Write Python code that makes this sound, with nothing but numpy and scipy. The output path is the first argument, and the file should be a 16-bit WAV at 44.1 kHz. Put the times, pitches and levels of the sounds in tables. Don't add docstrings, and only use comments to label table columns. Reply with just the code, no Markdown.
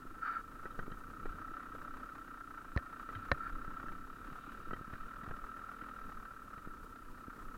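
import sys
import numpy as np
from scipy import signal
from scipy.fft import rfft, irfft
from scipy.io import wavfile
from scipy.ndimage import uniform_filter1d

SR = 44100
rng = np.random.default_rng(int(sys.argv[2]) if len(sys.argv) > 2 else 0)


def attenuation_scalar(level_db):
    decades = np.asarray(level_db, float) / 20
    return 10 ** decades


def store_pcm(level_fs):
    pcm = np.round(np.clip(level_fs, -1, 1) * 32767).astype(np.int16)
    wavfile.write(sys.argv[1], SR, np.atleast_2d(pcm).T)


N = 334229

# time in seconds, speed in turns per second.
CRANK_SPEED = [(0.0, 23.12), (0.29, 27.78), (0.8, 25.08), (1.05, 31.07), (1.65, 33.45), (1.71, 31.39),
               (2.06, 33.31), (2.72, 27.51), (3.4, 33.59), (3.85, 32.35), (4.45, 36.92), (4.86, 36.55),
               (4.99, 38.51), (5.81, 40.74), (6.28, 36.22), (6.69, 34.2), (6.82, 31.35), (7.58, 33.24)]
CAVITY_HZ, CAVITY_WIDTH_HZ = 1330, 26


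def evened(x):
    return x / np.sqrt(np.mean(x ** 2) + 1e-20)


def steadied(x, size, share):
    power = uniform_filter1d(evened(x) ** 2, size)
    return evened(x / (power + 0.039) ** (share / 2))


def smooth_noise(size):
    return evened(uniform_filter1d(rng.standard_normal(N), size))


def column(rows, count):
    rows = np.array(rows)
    return np.interp(np.arange(N) / SR, rows[:, 0], rows[:, count])


def add(mix, s, sound):
    part = mix[round(s * SR):][:len(sound)]
    part += sound[:len(part)]


def ring(x, modes, tilt_db=0):
    out = np.zeros(len(x))
    for k, (hz, width_hz, db) in enumerate(modes):
        r, angle = np.exp(-np.pi * width_hz / SR), 2 * np.pi * hz / SR
        level = attenuation_scalar(db + tilt_db * np.log2(hz / 1000))
        gain = (-1) ** k * level * (1 - r) * 2 * np.sin(angle)
        out += gain * signal.lfilter([1], [1, -2 * r * np.cos(angle), r * r], x)
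    return out


def coloured(points):
    hz, db = np.transpose(points)
    bins_hz = np.fft.rfftfreq(N, 1 / SR)
    shape = attenuation_scalar(np.interp(np.log(bins_hz + 1), np.log(hz + 1), db))
    return evened(irfft(rfft(rng.standard_normal(N)) * shape, N))


def dying(hz, t60_s, rise_s=0.00021, wave=np.sin):
    t = np.arange(round(.15 * SR)) / SR
    return wave(2 * np.pi * hz * t) * attenuation_scalar(-60 * t / t60_s) * (1 - np.exp(-t / rise_s))


def strokes(turns, at, spread_db):
    whole = np.floor(turns - at).astype(int) + 2
    strength = attenuation_scalar(spread_db * rng.standard_normal(400))[whole]
    return (turns - at) % 1, np.diff(whole, prepend=whole[0]), strength


def follows(db, share):
    # time in seconds, level in dB.
    load = [(0.0, -57), (0.38, -57), (0.65, -54.5), (0.91, -56.5), (1.39, -51.5), (1.94, -50),
            (2.22, -53.5), (2.74, -53.5), (3.44, -49), (3.76, -49.5), (4.14, -54), (4.87, -51.5),
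            (5.47, -50), (6.06, -50.5), (6.33, -55.5), (7.07, -57.5), (7.26, -56.5), (7.58, -56)]
    return attenuation_scalar(db + share * (column(load, count=1) + 52))


def rasp(turns):
    # frequency in Hz, width in Hz, level in dB.
    case_modes = [(584, 33, -20), (713, 11, -19.5), (1189, 135, -7), (1326, 187, -6), (1586, 60, -9),
                  (1803, 50, -13), (1930, 55, -19), (2384, 214, -24.5), (2900, 380, -28.5),
                  (3830, 230, -30), (4700, 170, -39)]
    firing_turns, rise_turns, fade_turns = .27, .1, .44
    place, _, strength = strokes(turns, -.5, spread_db=1.4)
    strength = uniform_filter1d(strength, 200)
    after = (place - firing_turns) % 1
    gate = np.minimum(after / rise_turns, 1) * np.exp(-(after / fade_turns) ** 2.4)
    gate = uniform_filter1d(gate, 40)

    burst = ring((gate + .36) * rng.standard_normal(N), case_modes[2:7])
    burst = steadied(burst, size=1000, share=0.75)
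    burst = signal.lfilter(*signal.butter(5, 2020, fs=SR), burst)
    drone = evened(ring((gate + 4.7) * rng.standard_normal(N), case_modes[:2]))
    cavity = ring(rng.standard_normal(N), [(CAVITY_HZ, CAVITY_WIDTH_HZ, 0)])
    cavity = steadied(cavity, size=250, share=.85)
    cavity = evened((uniform_filter1d(gate, 200) + .24) * cavity)
    body = strength * (attenuation_scalar(-5) * burst + cavity + attenuation_scalar(-21.5) * drone)
    return follows(-52, 0.7) * body + swish(gate, case_modes[7:])


def swish(gate, high_modes):
    # middle in seconds, length in seconds, level over the swish in dB.
    leaf_brushes = [
        (1.27, .2, 2.5),
        (3.16, 0.26, 4),
        (4.452, 0.48, 6),
        (5.004, .15, 3.5),
    ]
    t = np.arange(N) / SR
    brush_db = sum(db * np.exp(-(2 * (t - s) / length_s) ** 2) for s, length_s, db in leaf_brushes)
    hiss = evened(ring((1 + 0.2 * gate) * rng.standard_normal(N), high_modes))
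    return follows(-75.5 + brush_db, 0.51) * hiss


def exhaust(turns):
    # frequency in Hz, width in Hz, level in dB.
    pipe_modes = [(251, 19, 0.5), (301, 58, -2)]
    # multiple of crank speed, level in dB.
    crank_orders = [(5, -5), (6, 0), (7, -2), (9, -10), (11, -10)]
    jitter_turns, choke_hz, choke_db_per_hz = .045, 33.5, -2.4
    uneven = evened(uniform_filter1d(uniform_filter1d(rng.standard_normal(N), 600), 600))
    place, opened, strength = strokes(turns + jitter_turns * uneven, .27, spread_db=1.5)
    flutter = .016 * np.exp(-place / .45) * rng.standard_normal(N)
    puff = uniform_filter1d(strength * (opened + flutter), 40)

    crank_hz = column(CRANK_SPEED, count=1)
    choke = attenuation_scalar(choke_db_per_hz * np.maximum(crank_hz - choke_hz, 0))
    pipe = follows(-60.5, .5) * choke * evened(ring(puff, pipe_modes))
    orders = sum(attenuation_scalar(db) * np.cos(2 * np.pi * k * (turns - .4)) for k, db in crank_orders)
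    pull = attenuation_scalar(-70.5 + 1.3 * (crank_hz - 33.5))
    shake = attenuation_scalar(-58.5) * np.cos(2 * np.pi * (turns - .35))
    return pipe + pull * orders + shake


def rocking():
    # middle in seconds, level in dB, frequency in Hz.
    helmet_jolts = [(0.104, -45.8, 10), (0.646, -46.0, 10), (0.807, -38.6, 12), (0.902, -42.4, 14),
                    (1.002, -46.8, 14), (1.272, -35.1, 16), (1.517, -44.9, 16), (1.83, -48.5, 10),
                    (1.927, -46.2, 12), (2.714, -46.9, 14), (3.311, -41.7, 18), (3.392, -48.3, 10),
                    (3.553, -35.2, 18), (3.651, -43.2, 12), (3.723, -45.2, 12), (3.898, -39.2, 14),
                    (4.0, -43.1, 12), (4.116, -46.1, 12), (4.32, -44.3, 12), (4.617, -48.8, 10),
                    (4.712, -37.9, 14), (4.921, -46.9, 10), (5.034, -40.7, 12), (5.322, -38.8, 14),
                    (5.433, -45.0, 16), (6.059, -43.2, 14), (6.179, -43.1, 14), (6.687, -43.7, 16),
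                    (7.104, -45.1, 12), (7.472, -40.7, 16)]
    tremble_mode = [(16, 15, 0)]  # Hz, width Hz, dB
    tremble = ring(ring(rng.standard_normal(N), tremble_mode), tremble_mode)
    out = attenuation_scalar(-62.5) * evened(tremble)
    for s, db, hz in helmet_jolts:
        turn = np.arange(-1, 1, hz / SR)
        swing = np.cos(np.pi * turn / 2) ** 2 * np.sin(-2 * np.pi * turn)
        add(out, s - 1 / hz, attenuation_scalar(db) * swing)
    return out


def rumble(swing):
    # frequency in Hz, level in dB per Hz.
    rumble_colour = [(15, -31), (25, 5), (50, -11), (87, -8), (134, -13), (243, -11), (520, -23),
                     (880, -120)]
    # frequency in Hz, level in dB per Hz.
    wash_colour = [(150, -47), (300, -16.5), (450, 4.5), (700, -11.5), (1000, 0.5), (1300, 1.5),
                   (2500, -24.5)]
    smooth_db, shake_db, shake_size = -64.5, -13, round(0.19 * SR)
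    lumps = smooth_noise(1500)
    shake = uniform_filter1d(uniform_filter1d(swing ** 2, shake_size), shake_size)
    level = np.sqrt(attenuation_scalar(2 * smooth_db) + attenuation_scalar(2 * shake_db) * abs(shake))
    low = level * attenuation_scalar(1.76 * lumps + 4.0) * coloured(rumble_colour)
    return low + attenuation_scalar(-67 + 3.45 * lumps) * coloured(wash_colour)


def amplifier():
    # frequency in Hz, level in dB per Hz.
    hiss_colour = [(300, 0), (3000, 0), (6000, 0), (10000, -.5), (15000, -.5)]
    whine_hz, whine_db, hiss_db = 11860, -100, -71.75
    whine = attenuation_scalar(whine_db) * np.sqrt(2) * np.sin(2 * np.pi * whine_hz * np.arange(N) / SR)
    return attenuation_scalar(hiss_db) * coloured(hiss_colour) + whine


def thuds():
    # start in seconds, peak in dB, frequency in Hz.
    mount_thuds = [(0.05, -44.5, 315), (0.107, -49, 322), (0.65, -50, 340), (0.788, -33, 155),
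                   (0.833, -46, 173), (0.877, -32, 273), (0.915, -38, 165), (0.993, -49, 288),
                   (1.253, -29.5, 192), (1.34, -48, 153), (1.511, -45.5, 310), (2.01, -42, 266),
                   (3.677, -32, 151), (3.838, -37.5, 254), (4.281, -44.5, 282), (4.318, -37, 157),
                   (4.475, -45, 294), (4.669, -45, 310), (4.709, -38, 155), (4.73, -26.5, 227),
                   (4.809, -31, 186), (4.876, -41, 207), (4.931, -37, 212), (5.231, -41, 237),
                   (5.275, -30, 178), (5.309, -37, 179), (5.821, -40, 262), (6.573, -48, 237),
                   (6.671, -33, 233), (7.279, -36, 240)]
    out = np.zeros(N)
    for s, db, hz in mount_thuds:
        t60_s = max(0.03 - 0.0016 * (db + 44), .008)
        add(out, s + 0.00284, attenuation_scalar(db + 3.0) * dying(hz, t60_s))
    add(out, 3.158, attenuation_scalar(-40) * dying(98, .2))
    return out


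def scrapes():
    # start in seconds, hardest moment in seconds, end in seconds, level there in dB.
    drags = [
        (0.2, 0.278, 0.424, -35),
        (2.967, 3, 3.1, -53.5),
        (3.13, 3.16, 3.2, -55),
        (3.2, 3.248, 3.28, -48),
        (3.37, 3.47, 3.52, -40.5),
    ]
    # middle in seconds, peak in dB, length in seconds.
    squeaks = [(0.233, -34, 0.016), (0.26, -33, 0.006), (0.28, -30, 0.0074), (0.285, -42, 0.0089),
               (0.298, -30.5, 0.011), (0.361, -35, 0.0162), (0.37, -32, 0.018), (3.458, -53, 0.0062)]
    # frequency in Hz, width in Hz, level in dB.
    strap_modes = [(1336, 48, 6), (1596, 203, -7), (1800, 82, -8), (2310, 200, -23.5), (2940, 290, -33),
                   (3770, 120, -33), (4540, 190, -33.5)]
    ends_db = -12
    slips = rng.standard_normal(N) * attenuation_scalar(0.33 * smooth_noise(200))
    sound = steadied(ring(slips, strap_modes), size=900, share=0.71)
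    out = np.zeros(N)
    for start, hardest, end, db in drags:
        a, b = round(start * SR), round(end * SR)
        rows = [(start, db + ends_db), (hardest, db), (end, db + ends_db)]
        level = attenuation_scalar(column(rows, count=1)[a:b] - 3)
        out[a:b] += level * sound[a:b] * signal.windows.tukey(b - a, .2)
    for s, db, length_s in squeaks:
        t = np.arange(round(length_s * SR)) / SR
        squeak = np.hanning(len(t)) * np.sin(2 * np.pi * CAVITY_HZ * t)
        add(out, s - length_s / 2, attenuation_scalar(db) * squeak)
    return out


def rattles():
    # start in seconds, peak in dB, brightness in dB per octave.
    case_ticks = [(0.655, -32, -3.5), (0.713, -57, 19), (0.7905, -31, -3.5), (0.9168, -38.5, 1),
                  (1.255, -32.5, -7.5), (1.748, -39.5, -14), (3.089, -32, -2.5), (3.15, -36, 9),
                  (3.182, -58, 19), (3.883, -35.5, 1), (4.7075, -35, -4), (4.7319, -33.5, 0.5),
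                  (4.936, -36, -0.5), (5.232, -41, -2), (5.3082, -32.5, -7), (5.815, -41, 2),
                  (6.5774, -39.5, -0.5)]
    # frequency in Hz, width in Hz, level in dB.
    rattle_modes = [(390, 380, -2.5), (1286, 106, 10.5), (1557, 357, 3.5), (1936, 57, 3),
                    (2280, 170, -15.5), (3130, 38, -10), (3810, 99, -16)]
    fade_s = 0.0059
    out, t = np.zeros(N), np.arange(3000) / SR
    for s, db, tilt_db in case_ticks:
        chatter = rng.standard_normal(3000) * np.exp(-t / fade_s)
        tick = ring(uniform_filter1d(chatter, 5), rattle_modes, tilt_db)
        add(out, s, attenuation_scalar(db - 1.0) * tick / abs(tick).max())
    return out


def blows():
    # frequency in Hz, level in dB, t60 in seconds.
    shell_modes = [(565, -5, .03), (720, -10, .035), (1324, -14, .06), (1795, -3, .035), (1860, -10, .03),
                   (250, -12, .04), (1080, -9, .02), (860, -14, .015), (2320, -28, .04), (2950, -25, .02),
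                   (4030, -28, .03), (4592, -40, .04)]
    # start in seconds, crack in dB, crack frequency in Hz, shell level in dB.
    landings = [
        (2.7637, -22, 1014, -42),
        (2.7748, -21.5, 1790, -29.5),
        (3.3163, -7.5, 1500, -25),
        (3.3181, -8.5, 1350, -25),
    ]
    # start in seconds, level in dB, frequency in Hz signed by direction.
    air_pushes = [
        (2.764, -20, 62),
        (3.3172, -23, -58),
        (3.319, -28, 132),
    ]
    out = np.zeros(N)
    shell = sum(attenuation_scalar(db) * dying(hz, t60_s) for hz, db, t60_s in shell_modes)
    for s, crack_db, crack_hz, shell_db in landings:
        snap = attenuation_scalar(-18.0) * (crack_hz / 1500) ** 2.7 * dying(4030, 0.0056, 0.00011)
        crack = dying(crack_hz, 6 / crack_hz, 0.00033) + snap
        hard = attenuation_scalar(crack_db) * crack + attenuation_scalar(shell_db) * shell
        add(out, s, np.convolve(hard, np.hanning(7) / 3))
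    for s, db, hz in air_pushes:
        add(out, s, attenuation_scalar(db) * np.sign(hz) * dying(hz, 0.063, 0.00023, np.cos))
    return out


def scene():
    start_turns = .353
    turns = start_turns + np.cumsum(column(CRANK_SPEED, count=1)) / SR
    engine = rasp(turns) + exhaust(turns)
    swing = rocking()
    trail = swing + rumble(swing)
    contacts = thuds() + scrapes() + rattles() + blows()
    return (engine + trail + contacts)[None]


def roll_off(x):
    return signal.sosfilt(signal.butter(12, 15820, fs=SR, output="sos"), x)


def record(dry):
    return roll_off(dry + amplifier())


dry = scene()
out = record(dry)
store_pcm(out)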